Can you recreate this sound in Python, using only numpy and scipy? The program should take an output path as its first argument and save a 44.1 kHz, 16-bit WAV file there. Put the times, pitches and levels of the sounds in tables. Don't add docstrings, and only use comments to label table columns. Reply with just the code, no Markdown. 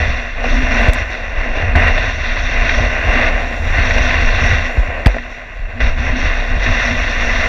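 import sys
import numpy as np
from scipy import signal
from scipy.fft import rfft, irfft, next_fast_len
from scipy.io import wavfile
from scipy.ndimage import uniform_filter1d

SR = 44100
rng = np.random.default_rng(int(sys.argv[2]) if len(sys.argv) > 2 else 0)


def file_out(sig):
    cols = np.atleast_2d(sig).T
    lim = np.clip(cols, -1, 1)
    pcm = np.round(lim * 32767).astype(np.int16)
    wavfile.write(sys.argv[1], SR, pcm)


def volts(x):
    e = np.asarray(x, float) / 20
    return 10 ** e


N = 329868

# (pitch [Hz], width [Hz], level [dB])
FRAME_RINGS = [(318.5, 57, -9), (446, 54, -26), (499.5, 136, -4.5), (624, 110, -2), (692.5, 120, -1),
               (190, 68, -13)]
# (pitch [Hz], width [Hz], level [dB])
SHELL_RINGS = [(1031, 193, -5.5), (1164, 250, -8), (1533, 368, -2), (1798, 187, 0.5), (1951, 178, 2),
               (2060, 357, -0.5), (2478, 387, -3.5), (2724, 207, -2)]
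# (pitch [Hz], width [Hz], level [dB])
UPPER_RINGS = [(3243, 67, -0.5), (3555, 260, 2), (3823, 260, 0), (4324, 246, -4.5), (4780, 320, -13)]
# (pitch [Hz], width [Hz], level [dB])
SPRAY_RINGS = [(6990, 850, 9), (8950, 390, -8), (10760, 1100, -4), (12800, 3500, -7)]
# (time [s], peak [dB], frame share
# [dB], upper share [dB], length [s])
KNOCKS = [(0.957, -7, -16, -15, 0.0043), (0.439, -8, -3, -18, 0.01), (1.574, -15, -24, -26, 0.0049),
          (1.755, -1.5, -27, -20, 0.0039), (1.937, -5.5, -24, -13, 0.0015), (1.9766, -4, -8, -8, 0.0074),
          (5.071, -14, -1, -14, 0.014), (2.692, 0, -32, -9, 0.0054), (3.038, -8, -4, -31, 0.004),
          (3.87, -4, -21, -12, 0.0045), (3.907, -1.5, -20, -9.5, 0.0074), (3.98, 1.5, -11.5, -11, 0.0043),
          (4.104, -1, -25.5, -14.5, 0.008), (4.141, -1, -20, -14.5, 0.0059), (4.443, -8, -8, -15, 0.0076),
          (4.482, -10, -10, -16, 0.0083), (5.143, -8, -5, -23.5, 0.0045), (5.164, -11.5, -0.5, -24, 0.0051),
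          (5.183, -6.5, -21, -16, 0.0037), (6.266, -15, -19, -21, 0.0045), (6.662, -2.5, -9, -26, 0.0046),
          (7.408, -3.5, -22, -13, 0.0084),
          (1.752, -6, -2, -17, .016),
    (4.7712, -2, -13, -18, .0012),
    (5.801, -8, -14, -17, .03),
    (5.862, -10, -10, -16, .02),
]


def runners():
    pressure_db, edging_db, spray_db = contact()
    frame_db = -4 - 0.85 * edging_db
    upper_db = -15 + 0.85 * edging_db
    time, peak_db, frame_share_db, upper_share_db, length = np.transpose(KNOCKS)

    crust_db = 0.96 * walk(21) + 0.77 * walk(60)
    load_db = pressure_db + crust_db
    shared = crystals(9000, 1.5)
    frame_level_db = pressure_db + frame_db + 0.76 * crust_db + 0.65 * walk(20) - 1.46
    frame = volts(frame_level_db) * crystals(5000, 3.04)
    shell = volts(load_db + 1.17 * walk(11) - 0.22) * shared
    upper_level_db = load_db + upper_db + 1.3 * walk(25) - 0.6
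    upper = volts(upper_level_db) * (0.44 * shared + 0.79 * crystals(7000, 0.77))
    spray_level_db = spray_db + 0.4 * crust_db + 1.1 * walk(13) + 4.0
    spray = volts(spray_level_db) * crystals(12000, 2.8)

    frame = frame + bursts(time, peak_db + frame_share_db - 4, 1.2 * length)
    shell = shell + bursts(time, peak_db - 9.5, length)
    upper = upper + bursts(time, peak_db + upper_share_db - 12.5, length)
    inside = ring(frame, FRAME_RINGS, 1.285) + ring(shell, SHELL_RINGS, 2.48) + ring(upper, UPPER_RINGS, 1.48)

    seal = signal.butter(4, 6150, fs=SR, output="sos")
    return signal.sosfilt(seal, inside) + ring(spray, SPRAY_RINGS, 1.8)


# (pitch [Hz], width [Hz], level [dB])
EDGE_RINGS = [(5620, 680, 0.5), (5866, 820, -2.5), (6680, 400, -15.5)]


def edges():
    pressure_db, edging_db, _ = contact()
    cut_db = pressure_db - 23 + 1.2 * edging_db
    shaving = volts(cut_db - 0.5 + 0.75 * walk(23) + 1.1 * walk(60)) * crystals(8000, 1.3)
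    return ring(shaving, EDGE_RINGS, 2.7)


# (time [s], runner pressure [dB], edging from flat to up on the edge [dB], snow spray [dB])
RIDE = [(0, -18, 1.5, -61), (.33, -29.5, 2, -71), (.62, -20, 0.5, -63), (.9, -19, -1.5, -62.5),
        (1.06, -26.5, 1, -67.5), (1.7, -24, -4, -74.5), (2.2, -24, 3.5, -68), (2.75, -18, 4.5, -65),
        (3.0, -20.5, -1, -64.5), (3.2, -15, 0.5, -62.5), (3.58, -26, 0, -61), (3.8, -17.5, 2, -58.5),
        (4.55, -18.5, 3.5, -63), (4.75, -26, -2, -61.5), (5.15, -29, 1, -69.5), (5.65, -37, -1, -73),
        (6.55, -24, 1, -67), (7.48, -24.5, 3, -60.5)]
# (time [s], length [s], pressure change [dB], edging change [dB])
CRUSTS = [(0.054, 0.035, -1, 1.3), (0.373, 0.066, 3, -3), (0.435, 0.11, 4, 1.5), (0.708, 0.14, 3, 2),
          (.9, 0.018, -4.5, 0), (0.945, 0.033, 3.5, 2), (1.1, 0.022, 2, 2), (1.38, 0.12, 1.5, 0),
          (1.551, 0.056, 4, 1), (1.759, .14, 7, 1.5), (1.946, 0.15, 3.5, 1.5), (2.556, 0.11, 1, -2.5),
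          (2.773, 0.057, 2, -1.5), (3.165, .04, -2, -1.2), (3.312, 0.05, -0.5, -3), (3.938, 0.16, 1.5, 0.4),
          (4.412, 0.08, 1.5, 0.5), (4.64, 0.038, 2, 1.5), (4.898, 0.15, 1, -3.5), (5.06, 0.076, 2, -1),
          (5.3, 0.032, 2, 1.7), (5.687, 0.074, 1.5, -2), (5.798, 0.6, 4, 1), (5.8, 0.077, 8, 3.2),
          (5.973, 0.11, 6, 0.5), (6.155, 0.11, 5, 2.5), (6.598, .85, 4.5, 1), (6.633, 0.26, 1.5, 1.5),
          (6.944, 0.054, 1.5, 0), (7.203, .24, 2.5, 0)]


def contact():
    pressure_db, edging_db, spray_db = columns(RIDE)
    rise_s, fall_s = 0.01, 0.063
    t = np.arange(N) / SR
    for time, length, harder_db, sharper_db in CRUSTS:
        corners = np.cumsum([time - rise_s / 2, rise_s, length, fall_s])
        on = np.interp(t, corners, [0, 1, 1, 0])
        pressure_db = pressure_db + harder_db * on
        edging_db = edging_db + sharper_db * on
        spray_db = spray_db + 0.3 * harder_db * on
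    return pressure_db, edging_db, spray_db


# (pitch [Hz], width [Hz], level [dB])
BOUNCE_RINGS = [(21.64, 3.3, 1), (29.5, 11.5, 2), (43.5, 7, -4.5)]
# (pitch [Hz], width [Hz], level [dB])
SHUDDER_RINGS = [(59.1, 27, 5), (80, 26.4, 3.5), (95, 15, -9)]
# (pitch [Hz], width [Hz], level [dB])
BAR_RINGS = [(243.8, 20, 0)]
# (time [s], bounce level [dB])
LURCHES = [(0.1, -15), (0.4, -17), (0.54, -11.0), (0.64, -15), (0.81, -11.5), (1.38, -14), (1.52, -16),
           (1.73, -15), (1.93, -13), (2.32, -18), (2.46, -17.5), (2.61, -12.5), (2.85, -16), (3.11, -12.0),
           (3.24, -16), (3.34, -13.5), (3.7, -12.5), (3.81, -13), (3.97, -13.5), (4.27, -10.5),
           (4.5, -18.0), (5.63, -18.5), (5.9, -12), (6.12, -15.5), (6.26, -11), (6.4, -18.5), (6.57, -10),
           (6.71, -11.5), (6.98, -14.0), (7.19, -16.0)]
# (time [s], shudder level [dB])
RUTS = [(0.02, -13), (0.53, -20), (0.62, -21.5), (0.71, -18.5), (1.0, -20.5), (1.68, -12), (1.76, -12),
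        (1.88, -13.5), (1.99, -17), (2.18, -18), (2.43, -22), (2.8, -14.5), (3.08, -18), (3.459, -23.5),
        (3.67, -17), (3.81, -14.5), (3.89, -14.5), (4.01, -14), (4.2, -14), (4.42, -11), (4.51, -12),
        (4.89, -22.5), (5.83, -16.5), (5.99, -18.0), (6.09, -18.5), (6.26, -19.5), (6.51, -20.0),
        (6.69, -18), (6.92, -18.0), (7.31, -24)]
# (time [s], hum level [dB])
JOLTS = [(0.55, -17.5), (0.73, -22), (0.81, -18), (1.48, -29), (1.77, -23.5), (1.92, -27), (2.1, -33),
         (2.27, -32), (2.52, -36), (2.63, -31.5), (2.78, -29.5), (3.16, -24), (3.44, -31), (3.52, -28),
         (3.67, -33), (3.99, -25.5), (4.23, -27.5), (4.45, -24), (4.62, -29), (4.78, -33), (5.17, -32),
         (5.83, -27.5), (6.03, -27), (6.17, -22), (6.31, -39), (6.51, -29), (6.69, -26.5), (6.91, -24.5),
         (7.1, -32.5), (7.2, -30.5)]


def rocking():
    pressure_db = contact()[0]
    bounce_db = swells(LURCHES, 119, 108.5, pressure_db - 0.5)
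    shudder_db = swells(RUTS, 117.5, 102, pressure_db - 6)
    bar_db = swells(JOLTS, 148.5, 121.5, pressure_db - 14)

    bounce = evened(ring(rng.standard_normal(N), BOUNCE_RINGS, 1.71), 0.73)
    bounce = bounce * volts(bounce_db + 1.0 + 0.25 * walk(8.5))
    shudder = evened(ring(crystals(300, 6.1), SHUDDER_RINGS, 1.97), 0.64)
    shudder = shudder * volts(shudder_db - 0.2 + 0.53 * walk(7.9))
    bar = evened(ring(crystals(600, 1.9), BAR_RINGS, 1.38), 0.41) * volts(bar_db - 0.24)

    t = np.arange(N) / SR
    still = np.ones(N)
    for time, *_ in BUMPS[:3]:
        still *= 1 - 0.85 * np.exp(-((t - time - 0.02) / 0.035) ** 4)
    return (bounce + shudder) * still + bar


# (time [s], peak [dB], first pitch [Hz], last pitch [Hz], glide [s])
BUMPS = [
    (0.883, 2.5, 116, 21.8, 0.011),
    (4.777, -4.5, 81, 20.3, 0.029),
    (5.0614, 13.5, 190, 49, 0.0046),
    (5.0728, -8, 53.4, 46, 0.027),
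    (5.814, -10, 71, 34.2, 0.036),
    (1.752, -5.5, 136.5, 39.7, 0.0087),
]


def bumps():
    out = np.zeros(N)
    t = np.arange(SR // 4) / SR
    for time, peak_db, first_hz, last_hz, glide in BUMPS:
        turns = last_hz * t + (first_hz - last_hz) * glide * (1 - np.exp(-t / glide))
        swell = (1 - np.exp(-t / 0.0062)) * np.exp(-t / (1.4 * glide))
        start = int(time * SR)
        out[start:start + len(t)] += volts(peak_db + 5.5) * -np.sin(2 * np.pi * turns) * swell
    return out


# (time [s], peak [dB], pitch [Hz], length [s])
TICKS = [(.8205, -39, 8200, .0007), (.9342, -19.5, 7600, .0008), (.938, -35, 7800, .003),
         (.9443, -27, 7500, .0008), (1.7534, -42, 8500, .0007), (1.8337, -47, 8000, .0007),
         (1.9894, -42, 8000, .0007), (2.8479, -44, 8000, .0007), (3.1248, -45, 8000, .0007),
         (3.9799, -41, 8500, .0007), (4.2173, -42, 8000, .0007), (4.3725, -48, 8000, .0007),
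         (5.0602, -29, 6000, .0008), (5.0622, -25, 4500, .0008), (5.0688, -22.5, 3500, .001)]
# (time [s], peak [dB], pitch [Hz], decay [s])
CRACKS = [
    (4.7712, -6, 650, .0012),
    (5.0592, -2, 2100, .0016),
    (5.0622, 9, 1700, .0011),
    (5.0682, 5, 800, .0013),
    (5.0696, -9, 2600, .0014),
    (5.0606, -13, 4600, .0012),
    (5.0702, -13, 4600, .001),
    (.9343, -13, 3600, .0008),
    (1.7532, -4, 1800, .002),
]


def fittings():
    times, peaks_db, pitches_hz, lengths = np.transpose(TICKS)
    bright = [(5500, 4000, 0), (9000, 5000, 0), (14300, 1500, -5)]
    out = ring(bursts(times, peaks_db - 3, lengths), bright, 1.4)
    tick_rings = [(time, db + 1, hz, 0.0011) for time, db, hz in zip(times, peaks_db, pitches_hz)]
    t = np.arange(1024) / SR
    for time, peak_db, hz, decay in tick_rings + CRACKS:
        wave = np.sin(2 * np.pi * hz * t) * (1 - np.exp(-t / 0.0002)) * np.exp(-t / decay)
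        start = int(time * SR)
        out[start:start + 1024] += volts(peak_db) * wave
    return out


def crystals(per_s, spread_db):
    breaks = rng.random(N) < per_s / SR
    size_db = spread_db * np.minimum(rng.exponential(size=N), 3.5)
    x = breaks * rng.standard_normal(N) * volts(size_db)
    return x / np.std(x)


def bursts(times, peaks_db, lengths):
    out = np.zeros(N + 4096)
    noise = rng.standard_normal((len(times), 4096))
    t = np.arange(4096) / SR
    for time, peak_db, length, grit in zip(times, peaks_db, lengths, noise):
        length = max(length, 1e-4)
        shape = np.minimum(10 * t / length, 1) * np.exp(-t / length)
        start = int(time * SR)
        out[start:start + 4096] += volts(peak_db) * grit * shape
    return out[:N]


def ring(x, modes, steep):
    size = 1 << 15
    hz = np.arange(size // 2 + 1) * SR / size + 0.5
    power = 0
    for pitch, width, db in modes:
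        power = power + volts(2 * db) / (1 + ((hz - pitch * pitch / hz) / width) ** 2) ** steep
    cepstrum = irfft(0.5 * np.log(power + 1e-12))
    cepstrum[1:size // 2] *= 2
    cepstrum[size // 2 + 1:] = 0
    response = irfft(np.exp(rfft(cepstrum)))[:size // 2]
    return signal.fftconvolve(x, response / np.sqrt(np.sum(response ** 2)))[:N]


def evened(x, firm):
    swing = np.abs(signal.hilbert(x, next_fast_len(N)))[:N]
    x = x / (swing + 0.23) ** firm
    return x / np.std(x)


def swells(table, rise_db_s, fall_db_s, rest_db):
    times, peaks_db = np.transpose(table)[:, :, None]
    step = np.arange(0, N, 64) / SR
    late = step - times
    tents_db = peaks_db - np.where(late < 0, -rise_db_s, fall_db_s) * late
    return np.maximum(np.interp(np.arange(N) / SR, step, tents_db.max(axis=0)), rest_db)


def walk(rate):
    hold = int(SR / rate)
    levels = np.repeat(rng.standard_normal(N // hold + 1), hold)
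    return 1.06 * uniform_filter1d(uniform_filter1d(levels, hold), hold)[:N]


def columns(table):
    times, *rest = np.transpose(table)
    return [np.interp(np.arange(N) / SR, times, column) for column in rest]


def scene():
    return (runners() + edges() + rocking() + bumps() + fittings())[None, :]


def low_pass(x):
    return signal.sosfilt(signal.butter(12, 15250, fs=SR, output="sos"), x)


def record(dry):
    flat = dry / (1 + np.abs(dry / 0.96) ** 30) ** (1 / 30)
    mix = signal.sosfilt(signal.butter(12, 15000, fs=SR, output="sos"), flat)
    return low_pass(mix)


dry = scene()
out = record(dry)
file_out(out)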